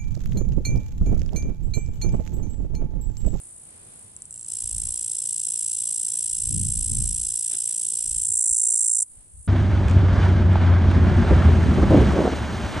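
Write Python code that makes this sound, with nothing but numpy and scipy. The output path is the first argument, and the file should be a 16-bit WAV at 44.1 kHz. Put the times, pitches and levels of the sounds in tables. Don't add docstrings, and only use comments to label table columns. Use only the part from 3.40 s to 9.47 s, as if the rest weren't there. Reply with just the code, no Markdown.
import sys
import numpy as np
from scipy import signal
from scipy.fft import rfft, irfft, next_fast_len
from scipy.io import wavfile
from scipy.ndimage import uniform_filter1d

SR = 44100
rng = np.random.default_rng(int(sys.argv[2]) if len(sys.argv) > 2 else 0)


def pcm_store(signal):
    levels = np.round(np.clip(np.atleast_2d(signal), -1, 1) * 32767)
    wavfile.write(sys.argv[1], SR, levels.astype(np.int16).T)


N = 267907
FAST = next_fast_len(N + 4096)

# time in seconds, strokes per second.
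STROKE_PACE = [(0.9416, 56.61), (1.07, 58.58), (1.33, 55.68), (1.55, 57.73), (1.95, 56.36), (2.2, 56.96),
               (3.45, 56.42), (3.7, 56.64), (4.2, 56.73), (4.75, 57.49), (5.25, 57.29), (5.56, 56.62),
               (5.62, 52.5)]
# time in seconds, ribs buckled per stroke.
MUSCLE_EFFORT = [(1.07, 2.2), (1.08, 3.2), (1.7, 3.2), (1.71, 3.6), (2.02, 3.6), (2.05, 4.2), (4.5, 4.2),
                 (4.8, 4.5), (5.1, 5.5), (5.63, 5.8)]
# time in seconds, level change in dB.
BACKGROUND_LEVEL = [(4.82, 0), (5.36, -12.5), (5.65, -12), (5.8, -6)]


def cicada():
    # time in seconds, level in dB, left minus right in dB.
    song = [(0.93, -41, 0), (1.06, -37.5, -2), (1.09, -32, 3), (1.15, -29, -1), (2.2, -25.5, -0.5),
            (4.7, -25.3, -1), (5.07, -20.5, -2), (5.6, -21, -3), (5.63, -24, -3)]
    level_db, pan_db = curve(song)
    buzz = steady(ring(*strokes())) * undb(level_db + np.array([pan_db, -pan_db]) / 2)
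    near = tint(buzz + ticks(), rfft(surroundings(), FAST))
    return near + rasp(buzz, level_db)


def strokes():
    # level in dB, level when the abdomen is lifted in dB,
    # lead of the far tymbal in ms, far tymbal level in dB, timing scatter in ms.
    ribs_2_to_6 = [(-4, -2, .5, -1, .06), (0, 0, .6, -6, .15), (0, -1, .3, -8, .15), (-4, -2, .6, -3, .3),
                   (-6, -4, .5, -4, .35)]
    late_ribs_ms = (8.2, 10.2, 11.4)
    first_rib_db, weak_boost_db, snap_db = -9, 8, -9
    tymbal_pan_db = 2.5

    now = np.arange(N) / SR
    start_s, end_s = STROKE_PACE[0][0], STROKE_PACE[-1][0]
    done = np.cumsum(curve(STROKE_PACE)[0] * (now > start_s)) / SR
    k = np.arange(int(np.interp(end_s, now, done)) + 1)
    chance = rng.standard_normal((len(k), 3, 7))
    t0 = np.maximum(np.interp(k, done, now), start_s)
    t0 = t0 + .0002 * chance[:, 2, 0]
    effort = curve(MUSCLE_EFFORT, t0)[0]
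    lift = lifted(effort)
    second_ms = np.where(effort < 3, 2.55, 3.25)
    third_ms = 5.85 + .65 * lift
    snap_ms = 7.9 + 1.1 * effort
    first_db = first_rib_db + weak_boost_db * (effort < 2.5) - 3 * lift
    alternate = .5 * (1 - k % 2)
    ribs = np.floor(effort + alternate + .06 + .08 * chance[:, 2, 1])
    weak = ribs < 3

    clicks = [(t0, first_db, 1, lift, 0), (t0 - .0004, first_db - 7, 1, lift, 0)]
    for r, ms in enumerate((second_ms, third_ms) + late_ribs_ms):
        db, lifted_db, lead_ms, far_db, scatter_ms = ribs_2_to_6[r]
        on = ribs > r + 1
        far_rib_db = far_db - 5 * (ribs == r + 2) * (r < 2)
        for side in (0, 1):
            lead = side * lead_ms * (1 + lift)
            t = t0 + (ms - lead + scatter_ms * chance[:, side, r]) / 1000
            size_db = db + lift * (lifted_db - db) + side * far_rib_db
            size_db = size_db + chance[:, 1 - side, r + 1]
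            kind = weak[on] * 1
            clicks.append((t[on], size_db[on], kind, lift[on], tymbal_pan_db * (1 - 2 * side)))
    for side in (0, 1):
        t = t0 + (snap_ms - side * .5 + .2 * chance[:, side, 6]) / 1000
        size_db = snap_db - side * 3 + weak_boost_db / 2 * weak
        clicks.append((t, size_db, 2, lift, tymbal_pan_db * (1 - 2 * side)))
    return [np.concatenate([np.broadcast_to(c[i], c[0].shape) for c in clicks]) for i in range(5)]


def lifted(ribs):
    lift_ribs = (4.3, 5.5)
    return np.interp(ribs, lift_ribs, (0, 1))


def ring(s, db, kind, lift, pan_db):
    # frequency in Hz, level in dB per Hz.
    body_down = [(1800, -62), (2400, -49), (3000, -35), (4000, -37), (4850, -36), (5150, -24), (5900, -19),
                 (6900, -23), (7250, -17), (7600, -5), (8000, -6), (8450, 0), (9100, -12), (10300, -8),
                 (11000, -14)]
    body_up = [(2500, -76), (4300, -54.5), (4900, -44), (5600, -26.5), (6500, -22), (7000, -20.5),
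               (7450, -3), (8000, -11.5), (8500, -7), (9000, -6.5), (9600, -13), (10100, -15.5),
               (11000, -24)]
    # frequency in Hz, gain in dB.
    first_rib = [(3000, -14), (5000, -10), (6500, -2), (7600, 2), (8600, -2), (9500, -14)]
    snap_back = [(4000, -18), (8600, -18), (9400, -4), (10200, 0)]
    # frequency in Hz, left minus right in dB.
    balance_db = [(3000, -6), (4800, -3.5), (5700, -1.5), (6300, -5.5), (7000, -5), (7700, 1), (8300, -1),
                  (9700, 0), (10100, -4)]
    # frequency in Hz, lead of the left in radians.
    left_lead = [(4300, -0.33), (5500, -1.1), (6000, -0.88), (7000, -1.2), (7400, 1), (9000, -1.05),
                 (9300, 1), (9900, -0.7), (11000, -0.91)]

    taps = np.floor(s * SR).astype(int)[:, None] + np.arange(-7, 9)
    off = taps - s[:, None] * SR
    click = undb(db)[:, None] * np.sinc(off) * np.cos(np.pi * off / 16) ** 2
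    out = 0
    for k, shade in enumerate(([(1, 0)], first_rib, snap_back)):
        for body, share in ((body_down, (1 - lift) ** 2), (body_up, lift * (2 - lift))):
            size = [share * (kind == k) * undb(side * pan_db) for side in (.5, -.5)]
            train = [np.bincount(taps.ravel(), (click * g[:, None]).ravel(), N) for g in size]
            response = causal(read(body, size=1024) + read(shade, size=1024))
            out = out + rfft(train, FAST) * rfft(response, FAST)
    side = np.array([[.5], [-.5]])
    gain = undb(side * read(balance_db, FAST))
    phase = np.exp(1j * side * read(left_lead, FAST))
    return irfft(out * gain * phase, FAST)[:, :N]


def steady(x):
    k = int(4 * SR / 56.8)
    power = uniform_filter1d(uniform_filter1d(np.mean(x ** 2, 0), k), k)
    return x / np.sqrt(power + 1e-9)


def ticks():
    # time in seconds, click level in dB before the body's ring.
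    tick_strokes = [(0.7642, 4), (0.82, 5.5), (0.854, 0.5), (0.908, 4.5), (0.926, 4)]
    snap_s, snap_db = .008, -7
    s, db = np.transpose(tick_strokes)
    times = np.r_[s + .0006, s + snap_s]
    levels_db = np.r_[db, db + snap_db]
    kinds = np.repeat([1, 2], len(s))
    lift, pan_db = np.zeros((2, 2 * len(s)))
    return ring(times, levels_db, kinds, lift, pan_db)


def rasp(buzz, level_db):
    # frequency in Hz, level in dB per Hz.
    rasp_colour = [(1800, -39), (2500, -12), (3000, -3), (4600, -5.5), (5600, 1), (6900, -1.5), (7600, -35)]
    rasp_db = -24.5
    singing = np.arange(N) > STROKE_PACE[0][0] * SR
    stroke_power = uniform_filter1d(np.mean(buzz ** 2, 0), size=120)
    floor_power = .3 * undb(2 * level_db) * singing
    swell = np.sqrt(stroke_power + floor_power)
    fade = (1 - lifted(curve(MUSCLE_EFFORT)[0])) ** 2
    return noise(rasp_colour, [(3000, 0.58)]) * swell * undb(rasp_db) * fade


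def surroundings():
    # delay in ms, left level in dB, right level in dB.
    bark_echo = [(1.19, -11, -10), (3.1, -22, -22)]
    leaves_db, leaves_t60_s = -34, .04
    t = np.arange(int(.08 * SR)) / SR
    decay = undb(leaves_db - 60 * t / leaves_t60_s) * (t > .001)
    space = unit(rng.standard_normal((2, len(t)))) * decay
    space[:, 0] = 1
    for ms, left_db, right_db in bark_echo:
        space[:, int(ms * SR / 1000)] += undb([left_db, right_db])
    return space


def chorus():
    # time in seconds, level in dB.
    chorus_level = [(.3, -45), (.75, -49), (5.0, -44), (5.68, -50), (6.07, -48)]
    # frequency in Hz, level in dB per Hz.
    chorus_colour = [(3240, -51), (5500, -31), (6450, -21), (8550, -1), (9770, -2), (11000, -12.5),
                     (11400, -63), (11500, -50), (12000, -56), (15600, -88), (22000, -120)]
    phase = np.cumsum(56.3 + walk(3.54)) / SR
    depth = 0.65 * (1 + 0.15 * walk(24))
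    throb = np.exp(depth * np.cos(2 * np.pi * phase) / 2)
    grain = undb(0.5 * walk(790) + walk(8.4))
    hiss = noise(chorus_colour, [(6000, -.1), (12000, -0.011)]) * throb * grain
    return unit(hiss) * undb(curve(chorus_level)[0])


def wind():
    # start of the hold in seconds, hold in seconds, rumble in dB, upper buffet in dB before its lumps.
    gust_table = [(1.25, .03, -46, -56), (1.34, .14, -39.5, -50), (2.92, 0.0074, -46, -78),
                  (3.06, .05, -37, -39), (3.17, .1, -33, -30), (3.37, .05, -32, -38), (3.52, .09, -31, -32),
                  (3.639, 0.0081, -25, -36), (3.73, .05, -38, -50), (3.85, .03, -47, -56),
                  (4.65, .15, -45, -54), (4.9, .05, -51, -62), (5.12, 0.018, -48, -67),
                  (5.78, 0.011, -54, -64), (5.96, 0.044, -45, -59.5)]
    rise_db_s, fall_db_s = 260, 200
    calm_rumble_db, calm_buffet_db = -65.5, -63.5
    s, held, low_db, upper_db = np.transpose(gust_table)
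    background_db = curve(BACKGROUND_LEVEL)[0]

    def gusts(db, calm_db):
        return swells(s, held, db, rise_db_s, fall_db_s) + undb(calm_db + background_db)

    alike = [(30, .75), (130, .5), (400, 0)]  # Hz, left-right correlation
    low = noise([(12, -25), (25, 0), (75, 0), (110, -11), (200, -55.5)], alike)
    upper = noise([(60, -37), (90, 4), (160, -4), (300, -19.5), (600, -42.0), (1200, -77)], alike)
    lumps = undb(2.5 * walk(25))
    return low * gusts(low_db, calm_rumble_db) + upper * gusts(upper_db, calm_buffet_db) * lumps


def scrub():
    # frequency in Hz, level in dB per Hz.
    scrub_colour = [(35, -33), (60, -17), (97, 2.5), (118, -5.5), (142, -4), (490, -10), (802, -12),
                    (1340, -17), (2400, -20.5), (3120, -76), (5280, -120)]
    # frequency in Hz, left-right correlation.
    likeness = [(60, 0.98), (130, 1), (270, 0.29), (580, -0.29), (1200, -0.37), (5000, -0.15)]
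    # start of the hold in seconds, hold in seconds, level in dB before its grain.
    rustles = [(4.12, 0.019, -47), (4.28, .03, -53.5)]
    scrub_db = -57
    bed = noise(scrub_colour[:-2] + [(3500, -21.5), (6000, -24.5), (12000, -33.0)], likeness)
    leaf = noise([(300, -4), (1200, -7), (2500, -6), (3500, 0), (6000, -27)], likeness)
    brush = swells(*np.transpose(rustles), rise_db=600, fall_db=300)
    bed_level = undb(scrub_db + curve(BACKGROUND_LEVEL)[0] + 1.5 * walk(8.04))
    grain = undb(2.0 * walk(140))
    return bed * bed_level + leaf * brush * grain


def undb(db):
    return 10 ** (np.asarray(db) / 20)


def curve(table, s=None):
    t, *columns = np.transpose(table)
    at = np.arange(N) / SR if s is None else s
    return [np.interp(at, t, c) for c in columns]


def unit(x):
    return x / np.sqrt(np.mean(x ** 2))


def walk(rate):
    k = int(SR / rate)
    steps = np.repeat(rng.standard_normal(N // k + 1), k)
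    return 1.66 * uniform_filter1d(uniform_filter1d(steps, k), k)[:N]


def noise(colour, likeness):
    c = np.clip(read(likeness, FAST), -1, 1)
    response = undb(read(colour, FAST)) * np.sqrt([1 + c, 1 - c])
    mid, side = tint(rng.standard_normal((2, N)), response)
    return unit(np.array([mid + side, mid - side]))


def read(table, size):
    hz, value = np.transpose(table)
    bins_hz = np.arange(1, size // 2 + 2) * SR / size
    return np.interp(np.log(bins_hz), np.log(hz), value)


def causal(db):
    c = irfft(db * np.log(10) / 20)
    c[1:len(c) // 2] *= 2
    c[len(c) // 2 + 1:] = 0
    return irfft(np.exp(rfft(c)))[:len(c) // 2]


def tint(x, response):
    return irfft(rfft(x, FAST) * response, FAST)[..., :N]


def swells(s, held, db, rise_db, fall_db):
    t = np.arange(N) / SR
    total = 0
    for start, hold, peak_db in zip(s, held, db):
        before = np.clip(start - t, 0, 1)
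        after = np.clip(t - start - hold, 0, 1)
        total = total + undb(peak_db - rise_db * before - fall_db * after)
    return total


def scene():
    return cicada() + chorus() + wind() + scrub()


def record(dry):
    # frequency in Hz, gain in dB.
    top_edge = [(11000, 0), (11080, -12), (12400, -45)]
    soft = tint(dry, undb(read(top_edge, FAST)))
    steep = signal.ellip(10, .2, 50, 12370, fs=SR, output="sos")
    return signal.sosfilt(steep, soft)


dry = scene()
out = record(dry)
pcm_store(out)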